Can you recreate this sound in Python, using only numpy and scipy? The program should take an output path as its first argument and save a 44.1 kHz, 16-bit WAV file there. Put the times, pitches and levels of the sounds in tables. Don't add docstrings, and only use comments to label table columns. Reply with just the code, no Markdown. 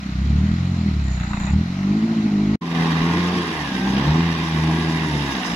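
import sys
import numpy as np
from scipy import signal
from scipy.fft import rfft, irfft, next_fast_len
from scipy.io import wavfile
from scipy.ndimage import uniform_filter1d, map_coordinates

SR = 44100
rng = np.random.default_rng(int(sys.argv[2]) if len(sys.argv) > 2 else 0)


def unload_wav(signal):
    wavfile.write(
        sys.argv[1],
        SR,
        np.round(np.clip(np.atleast_2d(signal).T, -1, 1) * 32767).astype(np.int16),
    )


N = 244781
TIME = np.arange(N) / SR
SIZE = next_fast_len(N + SR // 2)
HZ = np.fft.rfftfreq(SIZE, 1 / SR)

# start_s, firings_hz, load_db, boom_db (low exhaust over the rest)
GROVE_ENGINE = [(0, 33.15, -56.5, 6), (.07, 32.7, -42.5, -8), (.15, 30.9, -45.5, 6.5),
                (.25, 34.57, -45, 11), (.32, 34.92, -42, 9), (.55, 42.72, -34, -0.5),
                (.62, 44.37, -40, 9.5), (.7, 45.26, -39, 7.5), (.87, 39.74, -36.5, -2),
                (1.09, 32.18, -54.5, 20), (1.31, 29.24, -45.5, 3), (1.4, 28.6, -43, -2),
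                (1.5, 34.1, -42, 4.5), (1.57, 39.26, -36.5, 6), (1.68, 44.8, -36.5, -6),
                (1.75, 47.13, -46.5, 9.5), (1.9, 50.2, -35.5, -3.5), (2.09, 56.8, -14.5, -33.5),
                (2.18, 55.04, -20.5, -26), (2.35, 50.5, -34.5, -10), (2.47, 51.65, -35.5, -0.5),
                (2.55, 53, -33.5, -2)]
# pitch_hz, gain_db
GROVE_PIPE_COLOUR = [(30, -42), (55, 11), (75, 16), (95, 4.5), (120, 7), (175, 11.5), (198, 18),
                     (212, 11.5), (225, 3), (245, 1), (290, 0.5), (335, -5.5), (365, -13), (410, -15.5),
                     (450, -22), (520, -43)]
# start_s, gain_db
GROVE_UPPER_TONES = [(0, 5), (.25, -12.5), (.55, -4), (.85, -3), (1.0, 1), (1.2, 1), (1.45, -0.5),
                     (1.6, -5), (1.75, 2), (1.9, 6.5), (2.1, -11), (2.25, -0.5), (2.38, 7.5), (2.55, 10)]
# gain_db, before the lope scales it
GROVE_CYLINDER_STRENGTH = [-2, -8, 1.5, 3]
# start_s, amount (0 to 1)
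GROVE_LOPE = [(0, .1), (1.93, .08), (2.05, 1), (2.25, 1), (2.38, .12)]
# pitch_hz, relative level_db
GROVE_RUMBLE_COLOUR = [(18, -60), (30, -18), (108, -6.5), (189, -4.5), (217, 4.5), (467, -22), (600, -48),
                       (780, -76), (1320, -120)]
# pitch_hz, relative level_db (per Hz)
GROVE_NOISE_COLOUR = [(290, -39), (500, -6), (648, 2.5), (706, 2), (876, -0.5), (1350, -1.5), (1750, -10.5),
                      (1880, -4), (3480, -15), (4070, -12.5), (7030, -22.5), (8120, -36), (11100, -36),
                      (15500, -47.5)]
# pitch_hz, left_minus_right_db
GROVE_LEAN = [(60, -1.5), (1290, 0.5), (2250, 3.5), (4100, -12.5), (5700, 6), (6800, -5.5), (7400, -6),
              (8120, 3), (15000, -1.5)]
# start_s, level_db
WIND_LEVEL = [(0.0, -67), (0.29, -37), (0.82, -54), (1.01, -35), (1.6, -36), (1.82, -55.5), (2.55, -61)]


def grove_truck(ports):
    hz, load_db, boom_db = curves(GROVE_ENGINE)
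    orders_db = orders(hz, load_db, boom_db, GROVE_PIPE_COLOUR, odd=(51.4, -2),
                       upper=(GROVE_UPPER_TONES, 232), count=11, waver_db=.2)
    octaves = np.log2(hz / 40)
    growl_db = -44.5 + 9 * octaves
    clatter_db = -39 + 2.5 * octaves

    turns = firings(hz, jitter=0.012)
    lope, = curves(GROVE_LOPE)
    beat = strength(turns, GROVE_CYLINDER_STRENGTH, lope, scatter_db=1.0)
    spread = .05 * np.clip(hz - 46, 0, None)
    boom = -beat * exhaust(turns, orders_db, lag=.035, drift=.22, spread=spread)

    load = total(orders_db)
    rumble = amp(-14.5) * load * rush(coloured(GROVE_RUMBLE_COLOUR), ports, GROVE_LEAN,
                                      puffs(turns, 0.073, 0.76), patchy_db=.5)
    noise = engine_noise(GROVE_NOISE_COLOUR, ports, GROVE_LEAN,
                         puffs(turns, 0.13, 2.6, scatter_db=3), growl_db, clatter_db)
    wind_band = lambda f: 1 / (1 + (f / 32) ** 4) / (1 + (14 / (f + 1)) ** 4)
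    wind = amp(curves(WIND_LEVEL)[0]) * rush(wind_band, ports, GROVE_LEAN)
    return both(boom, late_s=.000045) + rumble + noise + wind


# start_s, firings_hz, load_db, boom_db (low exhaust over the rest)
POOL_ENGINE = [(2.62, 85.5, -23.5, -13.5), (2.9, 82.14, -24, -9.5), (2.99, 80.4, -29, -1),
               (3.03, 83.2, -21.5, -9.5), (3.12, 85.9, -30, 4), (3.37, 89.94, -37.5, 8.5),
               (3.44, 84.6, -41, 8), (3.52, 81.5, -43, 3), (3.6, 75.13, -51, 17), (3.72, 65.35, -33, -10),
               (3.8, 62.94, -34.5, -8), (3.95, 66.46, -22.5, -9.5), (4.04, 71.15, -24, -9.5),
               (4.1, 75.6, -30, 11.5), (4.17, 81.55, -22.5, -6), (4.24, 84.74, -31.5, 9),
               (4.37, 80.86, -33.5, 2.5), (4.51, 81.06, -33, 3), (4.59, 78.35, -29, 4.5),
               (4.75, 81.37, -29.5, 3), (4.98, 80.7, -34.5, 4), (5.05, 78.64, -34.5, 0.5),
               (5.14, 73.2, -36, 9), (5.24, 71.43, -34, 1), (5.33, 66.62, -37, 1),
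               (5.45, 59.03, -38.5, -19), (5.55, 56.86, -31, -7)]
# pitch_hz, gain_db
POOL_PIPE_COLOUR = [(55, 7), (80, 5.5), (125, -3), (145, 6), (170, 8), (190, 13), (215, -2), (250, 4),
                    (290, -5), (330, -7.5), (450, -9.5)]
# start_s, gain_db
POOL_UPPER_TONES = [(2.62, -7), (2.8, -0.5), (2.95, -2), (3.2, 6.5), (3.4, 16.5), (3.6, 19), (3.85, -19),
                    (4.0, -3.5), (4.15, 2), (4.3, 7.5), (4.6, -1.5), (4.9, 7), (5.2, 6.5), (5.55, 4)]
# gain_db, before a fixed scaling
POOL_CYLINDER_STRENGTH = [0.1, 0.53, -0.78, -0.11]
# start_s, level_db
POOL_GROWL_LEVEL = [(2.75, -30), (2.85, -28.5), (3.8, -34), (4.07, -28.5), (4.3, -34), (5.15, -33),
                    (5.22, -33), (5.5, -32)]
# pitch_hz, relative level_db
POOL_RUMBLE_COLOUR = [(15, -42), (25, -24), (108, -10), (174, 4), (325, 1.5), (560, -21), (700, -12.5),
                      (910, -8), (1540, -120)]
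# pitch_hz, relative level_db (per Hz)
POOL_NOISE_COLOUR = [(260, -24.5), (450, -12), (596, -17.5), (1060, -8.5), (1310, -14), (1680, -6.5),
                     (3320, -13.5), (3740, -11.5), (4150, -18), (5000, -16.5), (5330, -27.5), (5640, -14.5),
                     (6120, -35.5), (6270, -24), (6450, -33), (6800, -29.5), (9650, -44), (10700, -36),
                     (11200, -43), (14400, -43.5), (15500, -45)]
# pitch_hz, left_minus_right_db
POOL_LEAN = [(60, 0.5), (500, 0), (700, 4.5), (1000, -3.5), (1220, -9), (1500, 7.5), (2000, -12),
             (2400, 4.5), (2850, -16), (3300, 12), (3700, -12.5), (4300, 7), (5000, -6), (5600, -.5),
             (7200, -2), (8500, 0.5), (15000, -3.5)]


def pool_truck(ports):
    hz, load_db, boom_db = curves(POOL_ENGINE)
    orders_db = orders(hz, load_db, boom_db, POOL_PIPE_COLOUR, odd=(46.6, -0.15),
                       upper=(POOL_UPPER_TONES, 260), count=5, waver_db=.3)
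    growl_db, = curves(POOL_GROWL_LEVEL)
    clatter_db = -29.5 + .24 * (growl_db - growl_db[TIME > START_S].mean())

    turns = firings(hz, jitter=0.004)
    beat = strength(turns, POOL_CYLINDER_STRENGTH, .9, scatter_db=.6)
    boom = beat * exhaust(turns, orders_db, lag=.1, drift=.25)

    edge = np.zeros(N)
    for k in range(9, 15):
        edge_db = growl_db - 1 + along(POOL_NOISE_COLOUR, k * hz) + 3.5 * wobble(14)
        edge += amp(edge_db) * np.cos(2 * np.pi * k * turns + 1.27 * wobble(30))

    load = total(orders_db)
    rumble = amp(-20.5) * load ** 0.33 * rush(coloured(POOL_RUMBLE_COLOUR), ports, POOL_LEAN,
                                              puffs(turns, 0.06, 0.5))
    noise = engine_noise(POOL_NOISE_COLOUR, ports, POOL_LEAN,
                         beat * puffs(turns, .24, 4, scatter_db=2.5), growl_db, clatter_db)
    return both(boom, late_s=.00007) + edge + rumble + noise + cooling_fan(hz) + whistle(hz) + hum()


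def exhaust(turns, orders_db, lag, drift, spread=0):
    out = 0
    for k, db in enumerate(orders_db, 1):
        phase = 2 * np.pi * k * turns - lag * k * k - spread * (k - 4) ** 2 + drift * wobble(6)
        out = out + amp(db) * np.sqrt(2) * np.cos(phase)
    return out


def orders(hz, load_db, boom_db, pipe, odd, upper, count, waver_db):
    odd_from_hz, odd_db_per_hz = odd
    upper_rows, upper_from_hz = upper
    odd_db = odd_db_per_hz * np.clip(hz - odd_from_hz, 0, None)
    upper_db, = curves(upper_rows)
    levels = []
    for k in range(1, count + 1):
        pitch = k * hz
        db = load_db + along(pipe, pitch)
        db = db + boom_db / (1 + (pitch / 161.3) ** 6)
        db = db + upper_db / (1 + (upper_from_hz / pitch) ** 12)
        db = db + k % 2 * odd_db + k * waver_db * wobble(13)
        if k == 1:
            db = db - 3.5
        levels.append(db)
    return levels


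def total(levels_db):
    return np.sqrt(sum(amp(db) ** 2 for db in levels_db))


def firings(hz, jitter):
    return np.cumsum(hz) / SR + jitter * wobble(30)


def strength(turns, cylinders_db, uneven, scatter_db):
    count = int(turns.max()) + 4
    own, chance = np.resize(cylinders_db, count), rng.standard_normal(count)
    at = lambda values: map_coordinates(values, [np.abs(turns)], order=1)
    gain = amp(uneven * at(own) + scatter_db * at(chance))
    return gain / np.sqrt(np.abs(uniform_filter1d(gain ** 2, size=SR // 6)))


def puffs(turns, depth, sharp, scatter_db=0):
    depth = np.clip(depth, 0, 1)
    chance = rng.standard_normal(int(turns.max()) + 2)[np.abs(turns).astype(int)]
    bursts = amp(scatter_db * chance) * np.exp(-sharp * (turns % 1))
    return 1 - depth + depth * unit(bursts)


def engine_noise(spectrum, ports, side, envelope, growl_db, clatter_db):
    low = lambda f: 1 / (1 + (f / 1290) ** 12)
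    colour = coloured(spectrum)
    growl = rush(lambda f: colour(f) * np.sqrt(low(f)), ports, side, envelope, patchy_db=1.3)
    clatter = rush(lambda f: colour(f) * np.sqrt(1 - low(f)), ports, side, envelope, patchy_db=1.2)
    return amp(growl_db) * growl + amp(clatter_db) * clatter


# start_s, level_db (nominal, lowered for ring and crack), crack_db (crack against ring)
PANEL_STROKES = [(1.135, -32, -8), (1.169, -31, -2), (1.199, -27, 2), (1.232, -27.5, -3),
                 (1.265, -28.5, -1), (1.299, -30, -2), (1.332, -25, -2), (1.366, -28, -6),
                 (1.401, -24.5, 0), (1.434, -27.5, -4), (1.466, -25, 0), (1.496, -30, -5), (1.53, -34, -6)]
# start_s, level_db (at a stroke, before chance and fading)
TIN_BUZZ = [(1.0, -60), (1.042, -52), (1.14, -44.5), (1.2, -47.5), (1.37, -45.5), (1.4, -38.5),
            (1.47, -38.5), (1.53, -44.5), (1.6, -69.5)]
# pitch_hz, width_hz, relative level_db
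PANEL_RINGS = [(853, 360, -1), (1365, 280, -1), (1883, 360, -2), (2550, 380, -7), (3820, 580, -12)]
# pitch_hz, width_hz, relative level_db
CRACK_RINGS = [(1900, 1300, 0)]
# pitch_hz, width_hz, relative level_db
TIN_RINGS = [(6980, 540, 0)]


def rattle(ports):
    hz = curves(GROVE_ENGINE)[0]
    turns = np.cumsum(hz) / SR
    turns = turns - np.interp(1.8, TIME, turns)
    t = turns % 1 / hz
    stroke = np.floor(turns - turns.min()).astype(int)
    chance = rng.standard_normal(stroke.max() + 1)[stroke]
    tin = amp(curves(TIN_BUZZ)[0] + 1.4 * chance - 60 * t / 0.43) * (1 - np.exp(-t / 0.00079))

    panels, cracks = np.zeros(N), np.zeros(N)
    for start_s, db, crack_db in PANEL_STROKES:
        after = np.clip(TIME - start_s, 0, None)
        panels += amp(db - 5 - 60 * after / .15) * (1 - np.exp(-after / .0008))
        cracks += amp(db - 9 + crack_db - 60 * after / .03) * (after > 0)

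    panel_noise = rush(modes(PANEL_RINGS), ports, GROVE_LEAN, amp(2 * wobble(300)), patchy_db=2.5)
    crack_noise = rush(modes(CRACK_RINGS), ports, GROVE_LEAN)
    tin_noise = rush(modes(TIN_RINGS), ports, GROVE_LEAN, amp(2.8 * wobble(180)))
    return panels * panel_noise + cracks * crack_noise + tin * tin_noise


def modes(table):
    return lambda f: np.sqrt(sum(amp(db) ** 2 / (1 + (2 * (f - hz) / width) ** 4)
                                 for hz, width, db in table))


FAN_ORDER = 12.28
# start_s, whine_db, overtone_db (both before they waver)
FAN_LEVELS = [(2.62, -44, -54), (2.9, -41, -50), (3.1, -38, -50), (3.42, -37, -50), (3.55, -48, -47),
              (3.68, -46, -40), (3.87, -38, -42), (4.0, -44, -39), (4.12, -37, -48), (4.25, -44, -44),
              (4.4, -44, -49), (4.5, -42, -44), (4.57, -45, -50), (4.66, -45, -42), (4.8, -45, -46),
              (5.0, -43, -45), (5.1, -36, -43), (5.2, -43, -52), (5.3, -45, -40), (5.42, -46, -52),
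              (5.55, -46, -55)]
# pitch_hz, left_minus_right_db
OVERTONE_LEAN = [(1550, 7), (1750, 5), (1900, -6), (2050, -7)]


def cooling_fan(hz):
    fan_db, overtone_db = curves(FAN_LEVELS)
    blades = 2 * np.pi * FAN_ORDER * np.cumsum(hz) / SR
    fan = amp(fan_db) * whine(blades, 18)
    lean_db = along(OVERTONE_LEAN, 2 * FAN_ORDER * hz) / 2 * [[1], [-1]]
    overtone = amp(overtone_db + 1.5 * wobble(11) + lean_db) * whine(2 * blades, 22)
    return fan + overtone


# start_s, left_level_db (before it wavers)
WHISTLE_LEVEL = [(2.9, -65), (3.05, -44), (3.3, -44), (3.45, -60), (3.6, -90)]


def whistle(hz):
    level_db = curves(WHISTLE_LEVEL)[0] + [[0], [-15]]
    return amp(level_db) * whine(2 * np.pi * 16.6 * np.cumsum(hz) / SR, 8)


def hum():
    level_db = -52 + 13 * np.exp(-((TIME - 4.83) / .11) ** 2)
    return amp(level_db + [[3], [-4]]) * whine(2 * np.pi * 1650 * TIME, 10)


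def whine(phase, rate):
    steady = 1.1 * np.cos(phase)
    stirred = wobble(rate) * np.cos(phase) + wobble(rate) * np.sin(phase)
    return steady + .6 * stirred


# start_s, level_db
SPLASH_LEVEL = [(2.62, -46.5), (4.3, -47.5), (4.93, -46), (5.45, -41.5), (5.55, -38.5)]
# pitch_hz, relative level_db (per Hz)
SPRAY_COLOUR = [(3000, -50), (5000, 2), (7000, -6), (9000, -19), (15500, -24)]


def spray(ports):
    flutter = amp(3 * wobble(60))
    return amp(curves(SPLASH_LEVEL)[0]) * rush(coloured(SPRAY_COLOUR), ports, POOL_LEAN, flutter, patchy_db=2.2)


# start_s, level_db, pitch_hz, fade_s (time to fall 60 dB)
CHASSIS_THUD = [(3.018, -25, 60, 0.091)]


def thud():
    out = np.zeros(N)
    for start_s, db, hz, fade_s in CHASSIS_THUD:
        t = np.clip(TIME - start_s, 0, None)
        out += amp(db - 60 * t / fade_s) * np.sin(2 * np.pi * hz * t)
    return out


# pitch_hz, width_hz, relative level_db, pulses_per_s (on average)
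CICADA_KINDS = [(10474, 79, 0.5, 61), (9000, 88, -7, 36)]
# start_s, gain_db
CHORUS_LEVEL = [(2.62, -61), (3.7, -56), (4.1, -64.5), (4.6, -57), (5.55, -54.5)]


def cicadas(ports):
    out = np.zeros((2, N))
    for hz, width, db, rate in CICADA_KINDS:
        pulse_hz = rate * (1 + .06 * wobble(1.5))
        pulse = 1 + .6 * np.sin(2 * np.pi * np.cumsum(pulse_hz) / SR)
        band = lambda f: np.exp(-((f - hz) / width) ** 2)
        out += amp(db + 0.76 * wobble(6.5)) * rush(band, ports, POOL_LEAN, pulse, patchy_db=.8)
    return amp(curves(CHORUS_LEVEL)[0]) * out


def rush(gain, ports, side, envelope=1, patchy_db=3.0):
    share, turn = ports
    z = signal.stft(rng.standard_normal((2, N)), nperseg=512)[2]
    field = uniform_filter1d(rng.standard_normal(z.shape[1:]), size=5, axis=0)
    field = uniform_filter1d(field, size=10, axis=1)
    patchy = signal.istft(z * amp(patchy_db * unit(field)), nperseg=512)[1][:, :N]
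    shared, apart = rfft(envelope * patchy, SIZE) * gain(HZ) * np.sqrt([share, 1 - share])
    lean = amp(along(side, HZ) / 2)
    left = (shared + apart) * lean
    right = (shared - apart) * turn / lean
    return unit(irfft([left, right], SIZE)[:, :N])


def ports_of(alike, paths):
    in_step = 1 / (1 + (HZ / 1150) ** 12)
    arrivals = sum(gain * np.exp(-2j * np.pi * HZ * delay_s) for delay_s, gain in paths)
    late = in_step + (1 - in_step) * arrivals
    return (1 + np.clip(along(alike, HZ) * np.abs(late), 0, 1)) / 2, late / np.abs(late)


def both(x, late_s):
    return np.array([x, np.interp(TIME - late_s, TIME, x)])


def amp(db):
    return 10 ** (np.asarray(db) / 20)


def unit(x):
    return x / np.sqrt(np.mean(x ** 2) + 1e-20)


def along(points, hz):
    f, v = np.transpose(points)
    return np.interp(np.log(hz + 1), np.log(f + 1), v)


def coloured(points):
    return lambda f: amp(along(points, f))


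def curves(rows):
    s, *cols = np.transpose(rows)
    return [np.interp(TIME, s, c) for c in cols]


def wobble(rate):
    return map_coordinates(rng.standard_normal(int(N * rate / SR) + 4), [TIME * rate])


def filtered(x, response):
    return irfft(rfft(x, SIZE) * response(HZ), SIZE)[..., :N]


CUT_S, START_S = 2.558, 2.6095
# pitch_hz, likeness (0 to 1)
GROVE_LIKENESS = [(30, .998), (200, .997), (330, .99), (500, .95), (770, .95), (1030, .65), (1250, .75),
                  (1650, .35), (1900, .5), (2300, .35), (2900, .4), (4200, .15), (5400, .38), (6400, .15),
                  (15000, .2)]
POOL_LIKENESS = [(30, .998), (210, .995), (330, .985), (510, .65), (770, .96), (1030, .8), (1250, .4),
                 (15000, .4)]
# delay_s (negative is early), gain
GROVE_ARRIVALS = [(.00036, 1), (-.0002, -.5)]
POOL_ARRIVALS = [(.000306, .75), (.001406, -.75)]


def scene():
    grove = ports_of(GROVE_LIKENESS, GROVE_ARRIVALS)
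    pool = ports_of(POOL_LIKENESS, POOL_ARRIVALS)
    around_cut = amp(-20.5 - 60 * np.abs(TIME - CUT_S) / 0.04)
    first = np.clip((CUT_S - TIME) / 0.0019, 0, 1) + around_cut
    since = TIME - START_S
    fade_db = -10 * np.clip(1 - since / 0.18, 0, 1)
    second = np.clip(since / 0.0098, 0, 1) * amp(fade_db)
    first_place = grove_truck(grove) + rattle(grove)
    second_place = pool_truck(pool) + spray(pool) + thud() + cicadas(pool)
    return first * first_place + second * second_place


def record(dry):
    return filtered(dry, lambda hz: hz < 15698)


dry = scene()
out = record(dry)
unload_wav(out)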